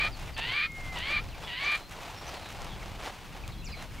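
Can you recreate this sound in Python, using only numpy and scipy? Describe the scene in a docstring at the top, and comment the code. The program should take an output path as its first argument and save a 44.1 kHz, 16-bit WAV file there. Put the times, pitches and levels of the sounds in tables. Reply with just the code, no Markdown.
"""Cheetah in dry scrub

A cheetah in front of a stereo microphone gives four harsh, rising squeals: each starts as a rasp of
uneven pulses and tightens into a fluttering tone. Its paws scuff sand and dry grass and knock softly
on the ground, and stalks snap. Far off, small birds chirp, whistle and twitter over a low rumble of air."""
import sys
import numpy as np
from scipy import signal
from scipy.fft import rfft, irfft
from scipy.io import wavfile

SR = 44100
rng = np.random.default_rng(int(sys.argv[2]) if len(sys.argv) > 2 else 0)


def wav_record(signal):
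    """Record a signal, one row per channel, as 16-bit PCM in the file named by sys.argv[1]."""
    frames = np.transpose(np.atleast_2d(signal))
    bounded = np.clip(frames, -1, 1)
    # unit amplitude maps onto the largest positive 16-bit level
    quanta = np.round(bounded * 32767).astype(np.int16)
    wavfile.write(sys.argv[1], SR, quanta)


N = 176400
T = np.arange(N) / SR
FREQS = np.fft.rfftfreq(N, 1 / SR)
SIDE = np.array([[1], [-1]])  # adds on the left, subtracts on the right

# The cat's calls. Each row: start, end and crest of the rise in seconds, starting and crest pitch in Hz,
# tone and rasp level in dB, opening level in dB relative to the crest.
SQUEALS = [(-.2, .082, -.03, 907, 1165, -31, -34.5, -3), (.363, .665, .568, 900, 1175, -32.5, -34.5, -1.5),
           (.954, 1.2, 1.112, 950, 1168, -32.5, -36, -4),
           (1.467, 1.766, 1.652, 975, 1172, -31, -34.8, -6.5)]
# The tone's partials, lowest first. 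Each row: gain in dB when loose and when tight, noisy share 0-1.
PARTIALS = [(-26, -11, .25), (-25, 0, .45)]
# The rasp from a loose and from a tight throat. Each row: frequency in Hz, gain in dB.
LOOSE_SPECTRUM = [(400, -30), (950, -17), (1500, -4.5), (2000, -3), (2750, 3), (3300, -0.5), (4000, -7.5),
                  (4750, -10), (5300, -43), (9000, -43)]
TIGHT_SPECTRUM = [(400, -16), (900, -29), (1250, -5.5), (1850, 5.5), (2600, 0.5), (3200, 2), (3800, -1),
                  (4300, 0.5), (4800, -7), (5300, -23), (9000, -32)]
# Open air. Each row: frequency in Hz, gain in dB.
AIR_SPECTRUM = [(12, -32), (20, 6), (59, 1), (148, -5), (232, -12), (478, -19), (686, -20.5), (1100, -21),
                (1820, -25.5), (2330, -23.5), (4190, -27), (8880, -37.5), (15500, -38.5)]
# How alike the air is left and right. Each row: frequency in Hz, correlation 0-1.
AIR_LIKENESS = [(30, 0.6), (70, 0.78), (150, 0.89), (350, 0.9), (1000, 1), (4000, 0.84), (15000, 1)]
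# Paws and body on the ground. Each row: middle and half length in seconds, sand and grass level in dB.
SCUFFS = [(0.035, 0.044, -38.5, -65), (0.232, 0.064, -46, -47), (0.39, 0.014, -40.5, -58),
          (0.493, 0.067, -43.5, -64), (0.796, 0.032, -49, -51), (0.87, 0.023, -44.5, -51.5),
          (0.971, 0.045, -42, -51.5), (1.11, 0.052, -42.5, -51), (1.254, 0.047, -46.5, -61),
          (1.437, 0.063, -43, -58.5), (1.646, 0.044, -43.5, -53), (1.744, 0.039, -45.5, -44),
          (1.808, 0.023, -45, -72), (1.934, 0.029, -48.5, -50.5), (1.988, 0.0029, -41, -59),
          (2.05, 0.065, -44.5, -50), (2.3, 0.14, -42, -51.5), (2.526, 0.057, -48.5, -50.5),
          (2.64, 0.076, -43, -67), (2.83, 0.07, -48.5, -56), (2.943, 0.13, -48.5, -62),
          (3.055, 0.035, -39, -49), (3.143, 0.041, -48.5, -55.5), (3.261, 0.053, -49.5, -52),
          (3.361, 0.02, -46, -70), (3.452, 0.081, -51, -61), (3.701, 0.012, -48.5, -50.5),
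          (3.811, 0.038, -45, -52), (3.958, 0.049, -54.5, -51.5)]
# Ground sand, brushed grass and a breaking stalk. Each row: frequency in Hz, gain in dB.
SAND_SPECTRUM = [(100, -30), (250, -6.5), (450, -1.5), (750, 3.5), (1100, -0.5), (1600, -5.5), (2500, -5.5),
                 (4000, -9.5), (8000, -21), (16000, -35)]
GRASS_SPECTRUM = [(300, -55), (1200, 5.5), (2700, 6.5), (4500, -6), (6500, -3.5), (9000, -10),
                  (12000, -13.5), (16000, -19)]
SNAP_SPECTRUM = [(500, -13), (2000, -2), (3500, 1.5), (7000, 3.5), (10000, -5), (16000, -14)]
# Distant chirps. Each row: start and length in seconds, first and last pitch in Hz, level in dB.
CHIRPS = [(.118, .04, 5000, 4250, -50), (.158, .028, 4200, 3550, -65), (.243, .022, 3150, 2450, -58),
          (.275, .026, 2600, 2050, -45), (.335, .035, 5100, 4150, -52), (1.283, .035, 5500, 3350, -55),
          (1.31, .05, 3400, 2250, -52.5), (1.432, .06, 3500, 3280, -49.5), (1.63, .055, 8000, 4300, -51.5),
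          (2.142, .09, 5520, 5560, -55.5), (2.258, .024, 5200, 6350, -51), (2.275, .03, 6250, 5500, -52),
          (2.795, .04, 2500, 2150, -53), (3.32, .05, 2950, 2250, -57), (3.43, .025, 2700, 2200, -50),
          (3.48, .037, 2700, 2000, -55), (3.62, .04, 2520, 2950, -51.5), (3.643, .04, 8300, 4250, -47.5),
          (3.65, .052, 2700, 2080, -52), (3.717, .02, 5150, 4450, -48), (3.725, .03, 2700, 2080, -46),
          (3.888, .037, 3250, 2150, -62)]
# Dry stalks breaking. Each row: start in seconds, level in dB.
SNAPS = [(.379, -37), (.72, -45), (0.988, -39.5), (1.756, -37), (1.896, -45), (2.619, -39), (2.646, -36),
         (3.064, -40), (3.478, -33), (3.825, -41)]
# Held bird notes. Each row: start and length in seconds, pitch in Hz, sag as a share of it, level in dB.
WHISTLES = [(0.621, .36, 2160, 0.062, -44), (1.766, 0.12, 4130, 0, -56), (3.525, 0.1, 3320, 0.0077, -61),
            (3.58, 0.04, 4100, 0.032, -55.5), (3.684, 0.15, 4105, 0.0054, -55.5),
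            (3.98, .21, 2210, .05, -46.5)]
# Paws striking the ground. Each row: start in seconds, pitch in Hz, level in dB.
KNOCKS = [(1.985, 970, -40), (2.096, 910, -42), (3.488, 1150, -44)]
# The farthest birds. Each row: start and length in seconds, first and last pitch in Hz, level in dB.
TWITTERS = [(2.28, .14, 5020, 3900, -54.5), (2.4, 0.13, 4150, 3700, -55), (2.67, .11, 3780, 3000, -52),
            (3.505, 0.043, 4700, 3400, -54.5)]


def amp(db):
    """Decibels to gain."""
    return 10 ** (np.asarray(db) / 20)


def unit(x):
    """Scales to rms 1."""
    return x / np.sqrt(np.mean(x ** 2) + 1e-20)


def curve(points):
    """Spreads a table over the spectrum on a log-frequency axis."""
    hz, value = np.transpose(points)
    return np.interp(np.log(FREQS + 1), np.log(hz + 1), value)


def colour(x, spectrum):
    """Filters x by a spectrum table, at rms 1."""
    return unit(irfft(rfft(x) * amp(curve(spectrum)), N))


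def wander(rate_hz):
    """Smooth random motion up to about a rate, at rms 1."""
    return unit(irfft(rfft(rng.standard_normal(N)) * np.exp(-(FREQS / rate_hz) ** 2), N))


def step(x):
    """A soft step from 0 to 1."""
    return .5 + .5 * np.tanh(x / 2)


def phase_of(hz):
    """The running phase of a moving pitch, in radians."""
    return 2 * np.pi * np.cumsum(hz, axis=-1) / SR


def smear(phase, width_hz):
    """A narrow band of noise that follows a pitch."""
    return wander(width_hz) * np.sin(phase) + wander(width_hz) * np.cos(phase)


def partial(phase, fuzz, width_hz):
    """A sine of which a share (fuzz, 0-1) is smeared into noise."""
    return np.sqrt(2 * (1 - fuzz ** 2)) * np.cos(phase) + fuzz * smear(phase, width_hz)


def pulses(rate_hz, spread_db, jitter, slip=0, width_s=.00003):
    """One sharp pulse a cycle, uneven in height and timing; slip shifts some by a quarter cycle."""
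    turns = np.cumsum(rate_hz) / SR
    cycle = np.round(turns).astype(int)
    height, late, jump = np.clip(rng.standard_normal((N, 3)), -1.6, 1.6)[cycle].T
    offset = turns - cycle - jitter * late - np.clip(np.round(slip * jump), -1, 1) / 4
    return unit(amp(spread_db * height) * np.exp(-(offset / rate_hz / width_s) ** 2))


def throat_rasp(hz, tight, hiss):
    """Pulses and hiss; as the throat tightens (0-1), pulses at half the rate take over."""
    loose = amp(.5) * colour(hiss + pulses(hz, spread_db=5.2, jitter=.04), LOOSE_SPECTRUM)
    taut = colour(hiss + pulses(hz / 2, spread_db=1, jitter=.02, slip=.8), TIGHT_SPECTRUM)
    return np.sqrt(1 - tight) * loose + np.sqrt(tight) * taut


def squeals(rise_hz_per_s=1950, creep_hz_per_s=380, flutter_hz=145, attack_s=.006, release_s=.00485):
    """The cat, centre: a rasp climbs and tightens into a fluttering tone, strongest on partial two."""
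    flutter = np.cos(phase_of(flutter_hz * (1 + .3 * wander(112.2))))
    bend = 1 + .012 * wander(29) + .013 * wander(214) - .024 * flutter
    throb = 1 + .33 * flutter
    hiss = .42 * rng.standard_normal(N) + .11 * SIDE * rng.standard_normal(N)
    out = np.zeros((2, N))
    for start, end, crest, low_hz, crest_hz, tone_db, rasp_db, start_db in SQUEALS:
        tight = step((T - crest + .028) / .022)  # the throat tightens just ahead of the crest
        closing = step((T - end) / .006)
        gate = np.clip((T - start) / attack_s, 0, 1) * step((end - T) / release_s)
        swell = amp(np.interp(T, [start, crest], [start_db, 0]))
        past_crest = np.minimum(T, end) - crest
        climb_hz = np.minimum(rise_hz_per_s * past_crest, creep_hz_per_s * past_crest)
        hz = bend * np.maximum(low_hz, crest_hz + climb_hz)
        lowest = phase_of(hz * (1 + .13 * closing))  # the lowest partial flicks up at the end
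        tone = np.zeros(N)
        for phase, (loose_db, tight_db, fuzz) in zip([lowest, 2 * phase_of(hz)], PARTIALS):
            tone += amp(loose_db + (tight_db - loose_db) * tight) * partial(phase, fuzz, width_hz=125)
        voice = amp(tone_db - 3 * closing) * throb * tone + amp(rasp_db) * throat_rasp(hz, tight, hiss)
        flick_level = amp(tone_db - 20) * np.exp(-((T - end - .005) / .014) ** 2)
        out -= gate * swell * voice + flick_level * np.sqrt(2) * np.cos(lowest)
    return out


def air(level_db=-44.5, rumble_hz=200, whine_hz=15335, whine_db=-86):
    """Low rumble and faint hiss of open country, a touch to the left, with a thin steady whine."""
    left, other = rfft(rng.standard_normal((2, N)))
    likeness = np.clip(curve(AIR_LIKENESS), 0, 1)
    right = likeness * left + np.sqrt(1 - likeness ** 2) * other
    bed = colour(irfft(np.array([left, right]), N), AIR_SPECTRUM)
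    rumble = signal.sosfilt(signal.butter(1, rumble_hz, fs=SR, output="sos"), bed)
    swell_db = 4 * step((.9 - T) / .18) + 3.5 * wander(2)  # eases about a second in, and keeps drifting
    bed += rumble * (amp(swell_db) - 1)
    whine = amp(whine_db) * np.sqrt(2) * np.sin(2 * np.pi * whine_hz * T)
    return amp(level_db + .7 * SIDE) * bed + whine


def grains(spectrum, clump_db, per_s=5000):
    """Dense clicks of uneven size that come in clumps."""
    size = amp(-.5 * np.minimum(rng.exponential(1, N), 5)) * rng.standard_normal(N)
    clicks = size * (rng.random(N) < per_s / SR)
    return unit(colour(clicks, spectrum) * amp(clump_db * wander(54)))


def scuffs(grass_width=.13):
    """Each shift of weight grinds sand and brushes dry grass."""
    sand_power, grass_power = np.zeros((2, N))
    for middle, half, sand_db, grass_db in SCUFFS:
        stroke = np.exp(-((T - middle) / half) ** 2)
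        sand_power += stroke * amp(sand_db) ** 2
        grass_power += stroke * amp(grass_db) ** 2
    grass = grains(GRASS_SPECTRUM, clump_db=3.5)
    grass = grass + grass_width * SIDE * grains(GRASS_SPECTRUM, clump_db=3.5)
    sand = grains(SAND_SPECTRUM, clump_db=1.5)
    return np.sqrt(sand_power) * sand + np.sqrt(grass_power) * grass


def chirps(bend=.7):
    """Quick sweeps of small birds, blurred by distance."""
    hz, level = np.zeros((2, 2, N))
    for k, (start, length, from_hz, to_hz, db) in enumerate(CHIRPS):
        voice = k % 2  # two voices take turns, so notes may overlap
        on = (T >= start) & (T < start + length)
        progress = (T[on] - start) / length
        glide = (1 - np.exp(-bend * progress)) / (1 - np.exp(-bend))
        hz[voice, on] = from_hz * (to_hz / from_hz) ** glide
        level[voice, on] = amp(db) * np.sqrt(abs(np.sin(np.pi * progress)))
    phases = phase_of(hz * (1 + .012 * wander(128)))
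    return (level * partial(phases, fuzz=.65, width_hz=220)).sum(0)


def scrub_echoes(x, t60_s=.22, per_s=2000):
    """Bushes and ground scatter thin echoes, different on each side of the microphone."""
    t = T[:SR // 2]
    taps = rng.standard_normal((2, len(t))) * (rng.random((2, len(t))) < per_s / SR)
    taps *= amp(-60 * t / t60_s) * (t > .004)
    taps = taps + .5 * taps[::-1]  # each side hears some of the other
    return signal.fftconvolve(x[None], taps / np.linalg.norm(taps[0]), axes=1)[:, :N]


def snaps(decay_s=.0012):
    """Dry stalks break with short, bright cracks."""
    level = sum(amp(db) * (T >= start) * np.exp(-abs(T - start) / decay_s) for start, db in SNAPS)
    return level * colour(rng.standard_normal(N), SNAP_SPECTRUM)


def whistles(fade_db=-2):
    """Distant birds hold steady notes; the low ones sag most towards their end."""
    out, waver = np.zeros(N), .002 * wander(39)
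    for start, length, top_hz, sag, db in WHISTLES:
        progress = np.clip((T - start) / length, 0, 1)
        hz = top_hz * (1 - sag * progress ** 2 + waver)
        gate = np.minimum(30 * progress * (1 - progress), 1)
        out += amp(db + fade_db * progress ** 2) * gate * partial(phase_of(hz), fuzz=.25, width_hz=55)
    return out


def knocks(rise_s=.0024):
    """A paw meets the ground: a few cycles of a dull, quickly damped ring."""
    out = np.zeros(N)
    for start, hz, db in KNOCKS:
        age = np.maximum(T - start, 0)
        out += amp(db) * age / rise_s * np.exp(1 - age / rise_s) * np.sin(2 * np.pi * hz * age)
    return out


def twitters():
    """The farthest birds: each falling run reaches the microphone as one blurred band."""
    out = np.zeros(N)
    for start, length, from_hz, to_hz, db in TWITTERS:
        progress = np.clip((T - start) / length, 0, 1)
        hz = from_hz * (to_hz / from_hz) ** progress
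        out += amp(db) * np.sin(np.pi * progress) * smear(phase_of(hz), width_hz=330)
    return out


def scene():
    """The cat and its footing in the middle, birds far behind, open air all round."""
    cat, song = squeals(), chirps() + twitters()
    echoes = scrub_echoes(amp(-23) * cat.mean(0) + amp(-6) * song)
    footing = scuffs() + snaps() + knocks()
    return cat + song + whistles() + echoes + footing + air()


def record(dry):
    """The recorder cuts the treble steeply at the top of its band."""
    lowpass = signal.firwin(511, cutoff=15750, window=("kaiser", 9), fs=SR)
    return signal.oaconvolve(dry, lowpass[None], "same")


dry = scene()
out = record(dry)
wav_record(out)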